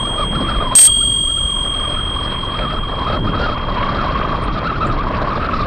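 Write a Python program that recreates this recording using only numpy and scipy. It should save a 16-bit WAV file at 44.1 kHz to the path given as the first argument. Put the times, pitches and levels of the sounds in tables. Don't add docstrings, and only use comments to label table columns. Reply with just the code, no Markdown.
import sys
import numpy as np
from scipy import signal
from scipy.fft import rfft, irfft
from scipy.io import wavfile

SR = 44100
rng = np.random.default_rng(int(sys.argv[2]) if len(sys.argv) > 2 else 0)


def int16_out(signal):
    q = np.round(np.clip(np.atleast_2d(signal).T, -1, 1) * 32767)
    wavfile.write(sys.argv[1], SR, q.astype(np.int16))


N = 249606
TIME = np.arange(N) / SR
BIN_HZ = np.arange(N // 2 + 1) * SR / N


def from_db(db):
    return 10 ** (np.asarray(db) / 20)


def unit_rms(x):
    return x / np.sqrt(np.mean(x ** 2) + 1e-20)


def curves(rows):
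    times, *columns = np.transpose(rows)
    return [np.interp(TIME, times, column) for column in columns]


def swells(rows):
    return sum(np.outer(heights, .5 ** np.minimum((2 * (TIME - centre) / length) ** 2, 20))
               for centre, length, *heights in rows)


def drift(rate_hz):
    return unit_rms(irfft(rfft(rng.standard_normal(N)) / (1 + (BIN_HZ / rate_hz) ** 2), N))


def flicker(rate_hz):
    return unit_rms(np.tanh(drift(rate_hz) / 1.5))


def noise(colour):
    hz, level_db = np.transpose(colour)
    bins = np.maximum(BIN_HZ, 1)
    gain = from_db(np.interp(np.log(bins), np.log(hz), level_db))
    roll_off = 1 / (1 + (bins / hz[-1]) ** 8) / (1 + (hz[0] / bins) ** 4)
    return unit_rms(irfft(rfft(rng.standard_normal(N)) * gain * roll_off, N))


def patchy_noise(colour, depth_db):
    centres_hz = np.geomspace(1500, 9500, num=9)
    spectrum, out = rfft(noise(colour)), 0
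    for share in np.eye(len(centres_hz)):
        band = irfft(spectrum * np.interp(BIN_HZ, centres_hz, share), N)
        out = out + band * from_db(depth_db * flicker(24))
    return unit_rms(out)


# t/s, level/dB, change of the lowest tone with the striking point/dB
BELL_STRIKES = [(-.85, -2, -4.5), (.7528, 0, 0)]
# f/Hz, level/dB, t60/s, boost during the clang/dB
BELL_TONES = [(3196, -20.6, 9.2, 6.8), (3241, -17, 9.7, 3.2), (4526, -42, 2.6, 25), (6391, -60.5, 3.8, 0),
              (7095, -68, 9, 0), (7144, -65, 8, 44), (8005, -80, .6, 58), (8425.5, -16.3, 3.05, 20.3),
              (11016, -86, 6, 63), (12327, -45.5, 2.9, 15), (14940, -69, 5.5, 0), (15210, -76, 4, 0)]
# t/s, length/s, boost of the lower tones/dB, boost of the rasp/dB
CLANG_THROBS = [(.7905, 0.0091, 6.5, 3), (.814, 0.0089, -1, 2.5), (.874, .003, 0.5, -0.5)]
# f/Hz, level/dB
RASP_COLOUR = [(40, -12), (300, -14), (1500, -18.5), (3500, -9.5), (6000, -6.5), (8300, 4), (10500, -1.5),
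               (13000, -28.5), (16000, -29.5)]


def bell(clang_s=.1222, first_beat_s=.0152, shimmer_db=.8, shake_rad=.04, lower_tones_hz=5000):
    out = np.zeros(N)
    rasp_noise = noise(RASP_COLOUR)
    throb_db, rasp_boost_db = swells(CLANG_THROBS)
    trembles = [hz / BELL_TONES[-1][0] * np.array([shimmer_db * drift(16), shake_rad * drift(70)])
                for hz, *_ in BELL_TONES]
    for start, strength_db, lowest_db in BELL_STRIKES:
        age = np.maximum(TIME - start, 0)
        clang = np.clip((clang_s - age) / .001, 0, 1)
        fade_db = 2.5 * np.exp(-age) - 5 * np.maximum(age - 3.6, 0)
        ring = 0
        for k, (hz, db, t60, boost_db) in enumerate(BELL_TONES):
            tremble_db, tremble_rad = trembles[k]
            free_db = db + lowest_db * (k == 0) + fade_db + tremble_db - 60 * age / t60
            clang_db = clang * (boost_db + throb_db * (hz < lower_tones_hz))
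            phase = 2 * np.pi * hz * (age - first_beat_s) + tremble_rad
            ring = ring + np.sqrt(2) * np.sin(phase) * from_db(free_db + clang_db)
        rasp = clang * from_db(-4.5 + rasp_boost_db)
        click = from_db(9) * np.exp(-age / .0015)
        out += from_db(strength_db) * (age > 0) * (ring + (rasp + click) * rasp_noise)
    return out


# t/s, length/s, boost of the thumps/dB, boost of the rumble/dB
EDDY_BLOWS = [(.38, 0.19, 4, 6), (.6, 0.086, 4.5, 3), (.9, 0.043, 8, 0), (1.05, 0.21, 1, 8),
              (1.24, 0.13, 4.5, 5.5), (1.425, 0.059, 11, -0.5), (2.06, 0.055, 7, 0.5), (3.27, 0.15, -1, 6),
              (3.39, 0.22, 6, 1.5), (4.08, 0.058, 5.5, -0.5), (4.48, 0.071, 4.5, 2.5),
              (4.88, 0.088, 4, 4.5), (5.16, 0.059, 6.5, 1.5)]
# f/Hz, level/dB
THUMP_COLOUR = [(8, -18), (20, 2.5), (32, 0.5), (60, -3), (100, -9), (170, -26), (400, -60.5)]
RUMBLE_COLOUR = [(50, -11.5), (115, 0), (180, -2.5), (300, -6.5), (450, -12.5), (900, -32)]


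def buffeting(flow_db, eddies):
    thump_boost_db, rumble_boost_db = swells(EDDY_BLOWS)
    thumps = unit_rms(np.tanh(noise(THUMP_COLOUR) / 2))
    thump_db = -24 + thump_boost_db + .16 * flow_db + 1.3 * drift(8)
    rumble_db = -25.5 + rumble_boost_db + .69 * flow_db + .52 * eddies
    return from_db(thump_db) * thumps + from_db(rumble_db) * noise(RUMBLE_COLOUR)


# f/Hz, level/dB
RUSH_COLOUR = [(250, -7.5), (450, -6.5), (600, 0), (780, -8.5), (1000, -8), (1700, -14), (4000, -61)]
HISS_COLOUR = [(2000, -25.5), (3300, -1.5), (4000, 3.5), (4700, -3), (5300, -8), (6200, -25), (9000, -32),
               (10500, -44), (16000, -62)]


def wind(flow_db, treble_db, gust_db, eddies):
    puffs = .5 * eddies + .57 * flicker(76)
    rush_db = -29 + .92 * flow_db + .31 * gust_db + 5.5 * puffs
    hiss_db = -43 + 1.23 * treble_db + .99 * gust_db + 1.2 * eddies + 3 * flicker(57)
    rush = from_db(rush_db) * noise(RUSH_COLOUR)
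    return rush + from_db(hiss_db) * patchy_noise(HISS_COLOUR, depth_db=2.5)


def whistle(flow_db, gust_db, gust_speed, eddies, cruise_hz=1077.6, chirps_per_s=32,
            unrest=.6, width_hz=55, blur_hz=190):
    speed = 1 + gust_speed
    purity = np.clip(.62 + 2.2 * gust_db, .02, .92)
    unsteady = from_db(-np.maximum(gust_db, 0))
    chirp_rate = chirps_per_s * np.exp(.35 * flicker(20.09))
    arches = np.abs(np.sin(np.pi * np.cumsum(chirp_rate) / SR))
    arches = unit_rms(arches - arches.mean())
    pitch_hz = cruise_hz * speed * (1 + unsteady * (.035 * eddies + .05 * arches))
    phase = 2 * np.pi * np.cumsum(pitch_hz) / SR
    shaken = phase + unrest * drift(width_hz)
    reediness = purity * (speed / speed.max()) ** 2
    overtones = from_db(-15) * np.sin(2 * shaken) + from_db(-20) * np.sin(3 * shaken)
    tone = np.sin(shaken) + reediness * overtones
    tone = unit_rms(tone * (1 + unrest * unsteady * flicker(width_hz)))
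    blur = unit_rms(drift(blur_hz) * np.sin(phase) + drift(blur_hz) * np.cos(phase))
    level_db = -25 + .95 * flow_db + gust_db + 2 * unsteady * arches
    return from_db(level_db) * (np.sqrt(purity) * tone + np.sqrt(1 - purity) * blur)


# t/s, length/s, boost/dB
ROAD_FLARES = [(.49, 0.081, 5), (2.33, 0.065, 6), (2.591, 0.0056, 14.5), (2.715, 0.023, 8.5),
               (3.21, 0.066, -9.5), (3.78, 0.021, 8), (3.832, 0.0077, 15), (4.203, .016, -1),
               (4.23, 0.039, 7), (5.16, 0.055, 5.5), (5.237, .012, -3.5)]
# f/Hz, level/dB
TYRE_COLOUR = [(500, -21.5), (1000, 1), (1500, 2), (2000, -2), (2650, -3.5), (3200, -10.5), (4200, -32.5),
               (7000, -55.5)]


def tyres(treble_db):
    flare_db, = swells(ROAD_FLARES)
    grain_db = 1.5 * flicker(98) + flicker(9)
    return from_db(-33 + treble_db + flare_db + grain_db) * patchy_noise(TYRE_COLOUR, depth_db=2.1)


# t/s, level/dB, f/Hz, overtone relative to the ring/dB
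GRIT_HITS = [(.208, -57, 9600, -21), (2.153, -54, 9250, -25), (2.447, -48, 6200, -30),
             (4.423, -46, 8700, -1), (4.4385, -38, 8750, -2), (4.4503, -47, 8750, -4),
             (4.850, -53, 8300, -22), (4.8588, -47, 7400, -24), (4.8685, -41, 7250, -25),
             (4.869, -49, 8700, -14), (4.8765, -49, 8450, -20), (4.889, -48, 7600, -25)]


def grit(tick_s=.0037, ring_s=.006, overtone_ratio=1.72):
    out, white = np.zeros(N), rng.standard_normal(N)
    for start, db, hz, overtone_db in GRIT_HITS:
        age = np.maximum(TIME - start, 0)
        band = signal.butter(2, [hz * .95, hz * 1.05], "band", fs=SR, output="sos")
        tick = unit_rms(signal.sosfilt(band, white)) * np.exp(-age / tick_s)
        phase = 2 * np.pi * hz * age
        ring = np.sin(phase) + from_db(overtone_db) * np.sin(overtone_ratio * phase)
        attack = np.minimum(age / .0005, 1)
        out += from_db(db) * attack * (tick + from_db(-9) * ring * np.exp(-age / ring_s))
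    return out


# t/s, level/dB, f/Hz
AIR_SLAPS = [(3.332, -15, 1107), (4.2123, -12.5, 1210), (4.2918, -15.5, 1110), (5.066, -18, 1005),
             (5.2432, -13.5, 1067), (5.272, -15, 1144), (5.486, -13.5, 1344)]


def slaps(rise_s=.0033):
    out, breath = np.zeros(N), .14 * noise(TYRE_COLOUR)
    for start, db, hz in AIR_SLAPS:
        age = np.maximum(TIME - start, 0)
        envelope = age / rise_s * np.exp(1 - age / rise_s)
        out += from_db(db) * envelope * (np.sin(2 * np.pi * hz * age) + breath)
    return out


# t/s, air level/dB, treble level/dB
AIR_FLOW = [(0.0, -4.5, -7.5), (0.2, -4.5, -7), (0.55, -1.5, -3), (0.74, -3, -3.5), (0.95, -16.5, -12.5),
            (1.25, -16.5, -16.5), (1.55, -9.5, -10), (1.9, -5.5, -5), (2.45, -5, -3.5), (2.62, -2.5, -2.5),
            (2.88, -4.5, -8), (3.03, 0.5, -0.5), (3.62, -2.5, -3), (3.85, 3, 1.5), (4.35, 0, -1),
            (5.05, 0.5, -2.5), (5.25, 0.5, 0.5), (5.66, 0.5, 1)]
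# t/s, length/s, change of air speed/fraction, swell/dB
AIR_GUSTS = [(.03, 0.0291, -.05, 2.5), (.068, .028, .17, 4), (.125, .05, -.18, -0.5), (.2, 0.0306, .13, 7),
             (.232, 0.0249, .08, 10), (.29, .06, -.1, -13), (.357, .03, .25, 5.5), (.45, 0.0205, .12, 1.5),
             (.492, .04, .23, 6), (.55, .025, 0.2, 3), (.602, 0.02487, .14, 1.5), (.66, 0.02986, -.05, 4),
             (.72, 0.04056, -.09, 5), (.883, .025, 0.15, 9.5), (1.022, .022, 0.35, 10),
             (1.305, .032, .25, 8), (1.382, .025, .23, 8), (1.5, 0.0298, .07, 3.5), (1.7, .04, .12, 0),
             (1.765, .04, .18, 1.5), (1.85, .05, .11, 4), (1.98, .07, 0.16, 0), (2.04, 0.037, 0, -5.5),
             (2.07, 0.01963, .13, -1), (2.565, .035, .2, 2), (2.63, .04, .16, 2), (2.71, .06, .2, 2),
             (2.775, .025, 0.12, 2), (2.808, .025, 0, -10.5), (2.835, 0.02016, .15, 2.5),
             (3.08, 0.02027, .15, 1), (3.135, .06, .18, 2.5), (3.21, .05, -.08, -9.5),
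             (3.295, .025, 0.29, 1.5), (3.32, .02, 0, -7.5), (3.36, .025, .2, 1), (3.39, .025, 0.21, 4),
             (3.437, .055, .31, 6.5), (3.49, 0.0197, .1, 5), (3.535, .03, .17, 2.5), (3.63, 0.051, 0, -1.5),
             (3.78, 0.013, -.08, 5.5), (3.995, .05, .22, 0), (4.13, .03, .12, 1.5), (4.185, .025, .12, 1.5),
             (4.205, 0.0096, 0, -7), (4.275, 0.023, -0.068, -6.5), (4.51, .04, .18, 0),
             (4.575, 0.055, .15, 3.5), (4.635, .03, -.02, -3), (4.675, .034, .3, 4), (4.702, .018, .18, 4),
             (4.758, .04, .32, 2), (4.83, 0.039, 0.25, 8), (4.88, .03, .16, -1), (4.922, .022, .18, 4.5),
             (4.955, 0.027, -.03, -7), (4.987, .02, 0, 2), (5.022, 0.029, .19, 1), (5.055, 0.017, 0, -11.5),
             (5.11, 0.0498, -.05, 1.5), (5.238, .012, 0, -7), (5.263, .016, 0, -2.5), (5.293, .008, 0, 5),
             (5.315, .025, .14, 2), (5.405, 0.027, 0.16, 2.5), (5.447, 0.043, .24, 3), (5.481, .012, 0, -6),
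             (5.535, .03, 0.17, 3.5), (5.57, .035, .19, 0.5), (5.63, .04, .13, 2.5)]


def scene():
    eddies = flicker(22)
    flow_db, treble_db = curves(AIR_FLOW)
    gust_speed, gust_db = swells(AIR_GUSTS)
    air = buffeting(flow_db, eddies) + wind(flow_db, treble_db, gust_db, eddies)
    air += whistle(flow_db, gust_db, gust_speed, eddies)
    return (bell() + air + slaps() + tyres(treble_db) + grit())[None]


# f/Hz, level/dB
FIZZ_COLOUR = [(40, 5.5), (1400, -8), (1950, -0.5), (2600, -15), (4500, -5), (6000, 0), (8300, 1.5),
               (10000, 4.5), (12500, -7), (16000, -12)]


def record(dry, ceiling=.65, fizz_db=-19, release_s=.007, dull_hz=12500, cutoff_hz=15700):
    oversampled = signal.resample_poly(dry, 4, 1, axis=1)
    clipped = signal.resample_poly(np.clip(oversampled, -ceiling, ceiling), 1, 4, axis=1)
    hold = np.exp(-1 / (release_s * SR))
    overdriven = signal.lfilter([1 - hold], [1, -hold], (np.abs(dry) > 2 * ceiling) + 1e-18)
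    fizz = from_db(fizz_db) * overdriven * noise(FIZZ_COLOUR)
    dulled = signal.sosfilt(signal.butter(2, dull_hz, fs=SR, output="sos"), clipped + fizz)
    return signal.sosfilt(signal.ellip(10, .1, 80, cutoff_hz, fs=SR, output="sos"), dulled)


dry = scene()
out = record(dry)
int16_out(out)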